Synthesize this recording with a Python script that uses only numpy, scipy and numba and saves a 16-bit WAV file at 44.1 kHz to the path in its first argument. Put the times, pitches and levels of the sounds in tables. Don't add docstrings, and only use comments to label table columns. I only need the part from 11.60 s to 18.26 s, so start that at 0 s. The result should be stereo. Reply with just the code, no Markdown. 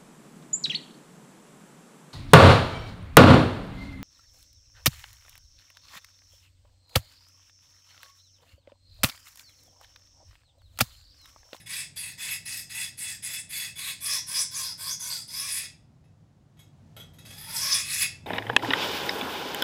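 import sys
import numpy as np
from scipy import signal
from scipy.fft import rfft, irfft, next_fast_len
from scipy.io import wavfile
from scipy.ndimage import uniform_filter1d
from numba import njit

SR = 44100
rng = np.random.default_rng(int(sys.argv[2]) if len(sys.argv) > 2 else 0)


def store_wav(level_fs):
    pcm = np.round(np.clip(np.atleast_2d(level_fs), -1, 1) * 32767)
    wavfile.write(sys.argv[1], SR, pcm.T.astype(np.int16))


N = 293706

# [start_s, length_s, entry_speed (0-1), fastest_at (share of length, 0-1),
#   then at full speed: hiss_db, rasp_db, edge_resonance_hz, bending_pitch_hz, chatter_pitch_hz]
STROKES = [ (-0.2, 0.26, .6, 0.2, -37.5, -33.5, 8600, 1000, 5000),
           (0.062, 0.23, 0.45, 0.44, -34.5, -33, 8200, 1100, 5000),
           (0.363, 0.21, 0.85, 0.5, -39.5, -39.5, 8300, 1000, 4470),
           (0.580, 0.22, 0.64, 0.64, -34, -33, 8000, 1000, 4920),
           (0.857, .21, 0.86, 0.4, -33.5, -38.5, 8300, 920, 5060),
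           (1.097, 0.22, 0.65, 0.55, -35, -35, 8300, 930, 4950),
           (1.377, 0.22, .6, .48, -34, -37.5, 8340, 950, 5070),
           (1.627, .21, 0.85, 0.61, -35, -37, 7920, 980, 5100),
           (1.896, 0.25, 0.59, .4, -33.5, -34.5, 8370, 1020, 4470),
           (2.158, 0.2, 0.47, 0.67, -32, -33, 8400, 1100, 3850),
           (2.405, .23, 0.35, 0.47, -30, -32.5, 10400, 1180, 5220),
           (2.668, 0.2, 0.45, 0.66, -29.5, -36, 10500, 1084, 5220),
           (2.912, 0.26, 0.4, 0.34, -33, -40, 10240, 1110, 5000),
           (3.178, .21, 0.52, 0.44, -34, -42, 8750, 1060, 4760),
           (3.398, 0.27, .55, 0.4, -34.5, -42.5, 8300, 1020, 4700), ]
# [time_s, hiss_db, rasp_db, edge_resonance_hz, bending_pitch_hz, chatter_pitch_hz]
CLOSING_SWEEP = [(3.68, -38.5, -61.5, 9200, 962, 4980), (3.704, -41.5, -49.5, 8700, 953, 4960),
                 (3.792, -36.5, -41, 9700, 1110, 5280), (3.982, -31, -34.5, 8040, 1080, 5170),
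                 (4.032, -40, -40.5, 10200, 1160, 5120), (4.07, -51, -48, 9650, 1220, 4970)]
LONG_SWEEP = [(5.65, -57, -55, 8920, 701.6, 4750), (5.932, -38.5, -39.5, 10400, 937.2, 5110),
              (5.972, -32, -39.5, 9870, 896.6, 5310), (6.02, -36.5, -36.5, 10240, 1054, 5340),
              (6.172, -29, -28.5, 9480, 1122, 5110), (6.242, -44.5, -39, 10270, 1162, 5210),
              (6.332, -28, -29.5, 10550, 1227, 5155), (6.374, -32, -32, 9850, 1101, 5236),
              (6.394, -29.5, -31.5, 9970, 1247, 5340), (6.428, -21.5, -22.5, 10400, 1117, 4810),
              (6.47, -46.5, -37.5, 10100, 1201, 4760)]
# [time_s, place (tip 0 to heel 1)]
SUPPORT = [(.1, 0.15), (1, 0.043), (2.05, 0.035), (2.2, 0.27), (2.5, 0.47), (2.78, 0.63), (3.3, 0.79),
           (3.84, 0.58), (3.97, .1), (5.0, 0.52), (5.36, 0.97), (5.6, 0.48), (6.06, 0.7), (6.35, .06)]
# [pitch_hz, level_db]
HISS_SPECTRUM = [(2500, -29.5), (4200, -7), (5800, -14.5), (7000, -8), (8300, 0.5), (9500, -3),
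                 (10400, -0.5), (11200, -6), (12400, -2), (14000, -19), (16000, -3)]
# [pitch_hz, level_db]
STONE_SPECTRUM = [(150, -24), (400, -38), (700, -29.5), (1350, -18), (1700, 1), (2500, 2), (3020, -4.5),
                  (3500, -1.5), (4200, -3), (5600, -10.5), (9000, -13.5)]
# [pitch_hz, width_hz, tip_level_db, heel_level_db]
BLADE_MODES = [(1958, 43, 2.5, -11), (2176, 65, -4.5, -12.5), (2611, 54, 8.5, -12), (3338, 30, -9.5, 11.5),
               (3795, 160, -8, -2.5), (4640, 170, -21.5, -16.5), (5180, 140, -2, -11),
               (6030, 120, -20.5, -9), (6650, 150, -3, -16), (8060, 110, -12, 0), (10550, 50, 2.5, -6),
               (12560, 1200, -21.5, 5.5)]
# [start_s, length_s, level_db, first_pitch_hz, last_pitch_hz]
SQUEALS = [ (2.485, 0.073, -21, 5250, 5200), (2.55, .07, -34, 5280, 6000), (2.735, 0.088, -26, 5000, 6100),
           (2.945, 0.061, -29, 6700, 5340), (3.02, 0.11, -30.5, 5100, 5060),
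           (3.275, 0.061, -27.5, 4950, 6600), (3.402, 0.066, -30, 6450, 5370),
           (3.525, 0.059, -29, 4600, 4950), (3.73, 0.12, -31, 5000, 5630), (5.985, .1, -24.5, 5320, 5300),
           (6.07, .085, -20, 5200, 5150), ]
# [pitch_hz, level_db]
SINGING_MODES = [(3437., -2), (5161., -13.5)]
# [time_s, level_db, brightness_hz]
TAPS = [(4.035, -33.5, 8000), (4.441, -55.5, 2500), (4.971, -50, 2970), (4.992, -45.5, 8970),
        (5.366, -34, 3020), (5.4, -36, 3000), (5.536, -50.5, 10100), (5.586, -41.5, 9200),
        (5.652, -38, 8000), (5.706, -36, 8200), (6.425, -41, 7950)]
# [pitch_hz, width_hz, level_db]
CLACK_MODES = [(580, 170, -5), (1410, 56, 0.5), (3225, 120, 4)]
# [pitch_hz, level_db]
HUM_SPECTRUM = [(20, -29), (45, -6), (90, 0.5), (150, 1), (260, -8), (450, -18.5), (700, -17.5),
                (1100, -25.5), (2400, -33), (7000, -37), (14000, -52)]
# [pitch_hz, level_db]
HUM_TONES = [(100, -2.5), (133, -7), (158, -5.5)]
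# [time_s, level_db]
HUM_LEVEL = [(0, -58), (4.9, -58), (5.3, -53), (6.6, -51.5)]
# [pitch_hz, level_db]
ROOM_SPECTRUM = [(300, -3.5), (1100, -7), (2500, -3), (4000, -4), (7000, 0), (9000, -2.5), (15000, -11.5)]
# [pitch_hz, lead_radians]
PORT_PHASE = [(100, 2.5), (1100, 0.6), (1900, 1), (3000, 0.82), (5100, 2), (6000, 5), (8100, 4.5),
              (9400, 1.44), (10700, -0.2), (11300, 2), (13300, -10), (15500, -3)]
# [pitch_hz, difference_db]
PORT_BALANCE = [(150, -4.5), (600, 1), (2100, -3.5), (3000, 0.5), (5500, 2), (7000, -1), (8200, -2.5),
                (10000, 0)]

HISS_FOLLOWS, RASP_FOLLOWS = 2.04, 2.01
BEND_SAG = .17
BACK_BEND_FALL = .16
CATCH_DB, CATCH_HZ, CATCH_S = 2, 10700, 0.037
CHATTER_REST_HZ = 5250
GRIP_S = .012
SQUEAL_GLIDE = 1.1
FLICK_S, FLICK_HZ, FLICK_DB, FLICK_T60_S = 6.428, 2640, -33, .3
ROOM_T60_LOW_S, ROOM_T60_HIGH_S = 0.34, 0.17
CUTOFF_HZ = 16000


def stroke(back, s, length, entry, crest, hiss_db, rasp_db, edge_hz, bend_hz, chatter_hz, count=40):
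    along = np.linspace(0, 1, count, endpoint=False)
    swing = np.interp(along, [0, crest, 1], [np.arcsin(entry), np.pi / 2, np.pi])
    speed = np.sin(swing)
    speed_db = 20 * np.log10(speed)
    catch = back * np.exp(-along * length / CATCH_S)
    return np.column_stack([
        s + along * length,
        hiss_db + HISS_FOLLOWS * speed_db + CATCH_DB * catch,
        rasp_db + RASP_FOLLOWS * speed_db,
        edge_hz + (CATCH_HZ - edge_hz) * catch,
        bend_hz * (1 - BEND_SAG * (1 - speed) - back * BACK_BEND_FALL * along ** 2),
        CHATTER_REST_HZ + (chatter_hz - CHATTER_REST_HZ) * speed ** 2])


def motion():
    passes = [stroke(k % 2 == 0, *row) for k, row in enumerate(STROKES)]
    passes += [np.array(CLOSING_SWEEP), np.array(LONG_SWEEP)]
    t, gains = np.arange(N) / SR, np.zeros((2, N))
    for s, hiss_db, rasp_db, *_ in map(np.transpose, passes):
        moving = (t >= s[0]) & (t < s[-1])
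        gains[:, moving] = [from_db(np.interp(t[moving], s, db)) for db in (hiss_db, rasp_db)]
    _, _, *pitches = in_time(sorted(np.vstack(passes).tolist()))
    hiss_gain, rasp_gain = uniform_filter1d(gains, int(GRIP_S * SR))
    return hiss_gain, rasp_gain, *pitches


def grit(slips, per_s=16000, size_db=2.0):
    sizes = from_db(size_db * np.minimum(rng.exponential(1, N), 5)) * rng.choice([-1, 1], N)
    knocks = rng.random(N) < per_s / SR
    return rms_one(sizes * knocks * slips)


def edge_hiss(slips, edge_hz, hiss_db=3.0, edge_db=-4.0, chip_db=-17.5):
    waver = 1 + .012 * drift(25)
    ring = resonance(grit(slips), edge_hz * waver, width_hz=440, skirt_hz=2500)
    coarse = grit(slips, per_s=290)
    grains = grit(slips) + from_db(chip_db) * coarse
    hiss = rms_one(patchy(colour(grains, HISS_SPECTRUM)))
    return from_db(hiss_db) * hiss + from_db(edge_db) * ring


def patchy(x, patch_db=7.0, patch_rate=9, count=11):
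    out, rest = np.zeros(N), x
    for hz in np.linspace(3500, 14500, count):
        band = signal.sosfiltfilt(signal.butter(6, hz, fs=SR, output="sos"), rest)
        out = out + band * from_db(patch_db * drift(patch_rate))
        rest = rest - band
    return out + rest


def rasp(slips, push, bend_hz, blade_db=11.0, stone_db=-4.5, bend_tip_db=-27.5, bend_heel_db=2.5,
         second_db=-2.5, third_db=-10.0, rumble_db=-13.0):
    heel, = in_time(SUPPORT)
    grains = grit(slips)
    first = resonance(grains, bend_hz, width_hz=76, skirt_hz=595)
    second = resonance(grains, bend_hz * 1.52, width_hz=61, skirt_hz=713)
    third = resonance(grains, bend_hz * 2.17, width_hz=67, skirt_hz=900)
    heel_gain = from_db(bend_tip_db + (bend_heel_db - bend_tip_db) * heel)
    bending = heel_gain * (first + from_db(second_db) * second) + from_db(third_db) * third
    stone = from_db(stone_db) * rms_one(colour(grit(slips), STONE_SPECTRUM))
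    rumble = from_db(rumble_db) * heel ** 2 * resonance(grains, np.full(N, 640.), width_hz=201, skirt_hz=700)
    return push * (bending + stone + rumble) + from_db(blade_db) * blade(push * grit(slips))


def blade(force, damping=1):
    heel, = in_time(SUPPORT)
    out = np.zeros(N)
    for hz, width, tip_db, heel_db in BLADE_MODES:
        r = np.exp(-np.pi * width * damping / SR)
        poles = [1, -2 * r * np.cos(2 * np.pi * hz / SR), r * r]
        zeros = [(1 - r * r) / 2, 0, (r * r - 1) / 2]
        wander_db = 2.2 * drift(9)
        drive = force * from_db(tip_db + (heel_db - tip_db) * heel + wander_db)
        out += signal.lfilter(zeros, poles, drive + 1e-18)
    return out


def chatter(slips, hz, burst_db=4.0):
    tone = resonance(grit(slips), hz * (1 + 0.02 * drift(45)), width_hz=330, skirt_hz=2250)
    return rms_one(tone * from_db(burst_db * drift(87)))


def squeals(slips):
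    t, gain = np.arange(N) / SR, np.zeros(N)
    pitch = np.full(N, float(SQUEALS[0][3]))
    for s, length, db, first_hz, last_hz in SQUEALS:
        along = np.clip((t - s) / length, 0, 1)
        gain += from_db(db) * np.sqrt(4 * along * (1 - along))
        pitch = np.where(t >= s, first_hz + (last_hz - first_hz) * along ** SQUEAL_GLIDE, pitch)
    return gain * chatter(slips, pitch)


def free_ring(slips, push, ring_db=-8.0, grip=0.74):
    ring = 0
    for hz, db in SINGING_MODES:
        swell = from_db(3 * drift(7))
        tone = resonance(grit(slips), np.full(N, hz), width_hz=22, skirt_hz=297)
        ring = ring + from_db(db) * rms_one(swell * tone)
    loudest = push.max()
    level = loudest * (np.maximum(push, 0) / loudest) ** grip
    return from_db(ring_db) * level * ring


def taps(tap_db=10.0, crunch_s=0.031, crunch_db=0.0):
    force, t = np.zeros(N), np.arange(SR // 10) / SR
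    for s, db, bright_hz in TAPS:
        at = round(s * SR)
        touch = from_db(crunch_db) * np.exp(-t / crunch_s) * rng.standard_normal(len(t))
        touch[0] += 6
        softened = signal.lfilter(*signal.butter(1, bright_hz, fs=SR), touch)
        force[at:at + len(t)] += from_db(db + tap_db) * softened
    return blade(force, damping=.8) + clack(force) + from_db(-20) * force


def clack(force, clack_db=-2.5):
    stiff = force * in_time(SUPPORT)[0] ** 2 + 1e-18
    out = np.zeros(N)
    for hz, width, db in CLACK_MODES:
        out += from_db(db + clack_db) * signal.lfilter(*signal.iirpeak(hz, hz / width, fs=SR), stiff)
    return out


def flick(slips):
    t = np.arange(N) / SR - FLICK_S
    ring = resonance(grit(slips), np.full(N, float(FLICK_HZ)), width_hz=37, skirt_hz=500)
    return (t > 0) * from_db(FLICK_DB - 60 * np.abs(t) / FLICK_T60_S) * ring


def ports(x):
    size = next_fast_len(N + SR // 10)
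    turn = np.exp(.5j * per_bin(PORT_PHASE, size=size) * np.array([[1], [-1]]))
    return irfft(rfft(x, size) * turn, size)[:, :N]


def kitchen(x, first_echo_s=0.0016):
    t = np.arange(SR * 3 // 4) / SR
    white = rng.standard_normal((2, len(t)))
    low = signal.sosfilt(signal.butter(2, 6000, fs=SR, output="sos"), white)
    high = signal.sosfilt(signal.butter(2, 6000, "high", fs=SR, output="sos"), white)
    tail = low * from_db(-60 * t / ROOM_T60_LOW_S) - high * from_db(-60 * t / ROOM_T60_HIGH_S)
    tail = tail * (t > first_echo_s)
    tail = tail / np.sqrt(np.sum(tail ** 2, axis=1, keepdims=True))
    return signal.fftconvolve(colour(x, ROOM_SPECTRUM)[None], tail, axes=1)[:, :N]


def hum(noise_db=-1.5, side_db=-4.5):
    level_db, = in_time(HUM_LEVEL)
    mid, side = rms_one(colour(rng.standard_normal((2, N)), HUM_SPECTRUM))
    noise = mid + from_db(side_db) * side * [[1], [-1]]
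    t, tones = np.arange(N) / SR, np.zeros(N)
    for hz, db in HUM_TONES:
        tones += from_db(db) * np.sin(2 * np.pi * hz * t + 3.4 * drift(1.8))
    return from_db(level_db) * (from_db(noise_db) * noise + tones)


def from_db(db):
    return 10 ** (np.asarray(db) / 20)


def rms_one(x):
    return x / np.sqrt(np.mean(x ** 2) + 1e-20)


def in_time(rows):
    s, *columns = np.transpose(rows)
    return [np.interp(np.arange(N) / SR, s, c) for c in columns]


def per_bin(points, size=N):
    hz, value = np.transpose(points)
    return np.interp(np.log(np.fft.rfftfreq(size, 1 / SR) + 1), np.log(hz), value)


def colour(x, spectrum):
    size = next_fast_len(N + SR // 10)
    return irfft(rfft(x, size) * from_db(per_bin(spectrum, size=size)), size)[..., :N]


def drift(rate, size=N):
    r = np.exp(-2 * np.pi * rate * 20 / SR)
    noise = rng.standard_normal(size // 20 + 2002)
    slow = signal.lfilter([1], [1, -2 * r, r * r], noise)[2000:]
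    return np.interp(np.arange(size) / 20, np.arange(len(slow)), rms_one(slow))


@njit
def glide(x, w, r):
    out, state = np.zeros(len(x)), 0j
    for i in range(len(x)):
        state = state * r * complex(np.cos(w[i]), np.sin(w[i])) + x[i]
        out[i] = state.real
    return out


def resonance(x, hz, width_hz, skirt_hz):
    w = 2 * np.pi * hz / SR
    narrow = glide(x, w, np.exp(-np.pi * width_hz / SR))
    return rms_one(glide(narrow, w, np.exp(-np.pi * skirt_hz / SR)))


def scene(slip_db=1.03, wobble_db=1.19, knife_db=-2.5, chatter_tip_db=-5.0, chatter_heel_db=4.0, squeal_db=0.0):
    slips = from_db(slip_db * drift(270) + wobble_db * drift(34))
    cut, push, edge_hz, bend_hz, chatter_hz = motion()
    heel, = in_time(SUPPORT)
    chatter_gain = from_db(chatter_tip_db + (chatter_heel_db - chatter_tip_db) * heel)
    judder = chatter_gain * chatter(slips, chatter_hz)
    knife = cut * (edge_hiss(slips, edge_hz) + judder)
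    knife = knife + from_db(squeal_db) * squeals(slips)
    knife = knife + rasp(slips, push, bend_hz) + free_ring(slips, push)
    knife = knife + taps() + flick(slips)
    return from_db(knife_db) * (ports(knife) + kitchen(knife)) + hum()


def record(dry):
    sides = []
    for x, sign in zip(dry, (1, -1)):
        sides.append(colour(x, [(hz, sign * db / 2) for hz, db in PORT_BALANCE]))
    return signal.sosfilt(signal.ellip(10, .2, 80, CUTOFF_HZ, fs=SR, output="sos"), sides)


dry = scene()
out = record(dry)
store_wav(out)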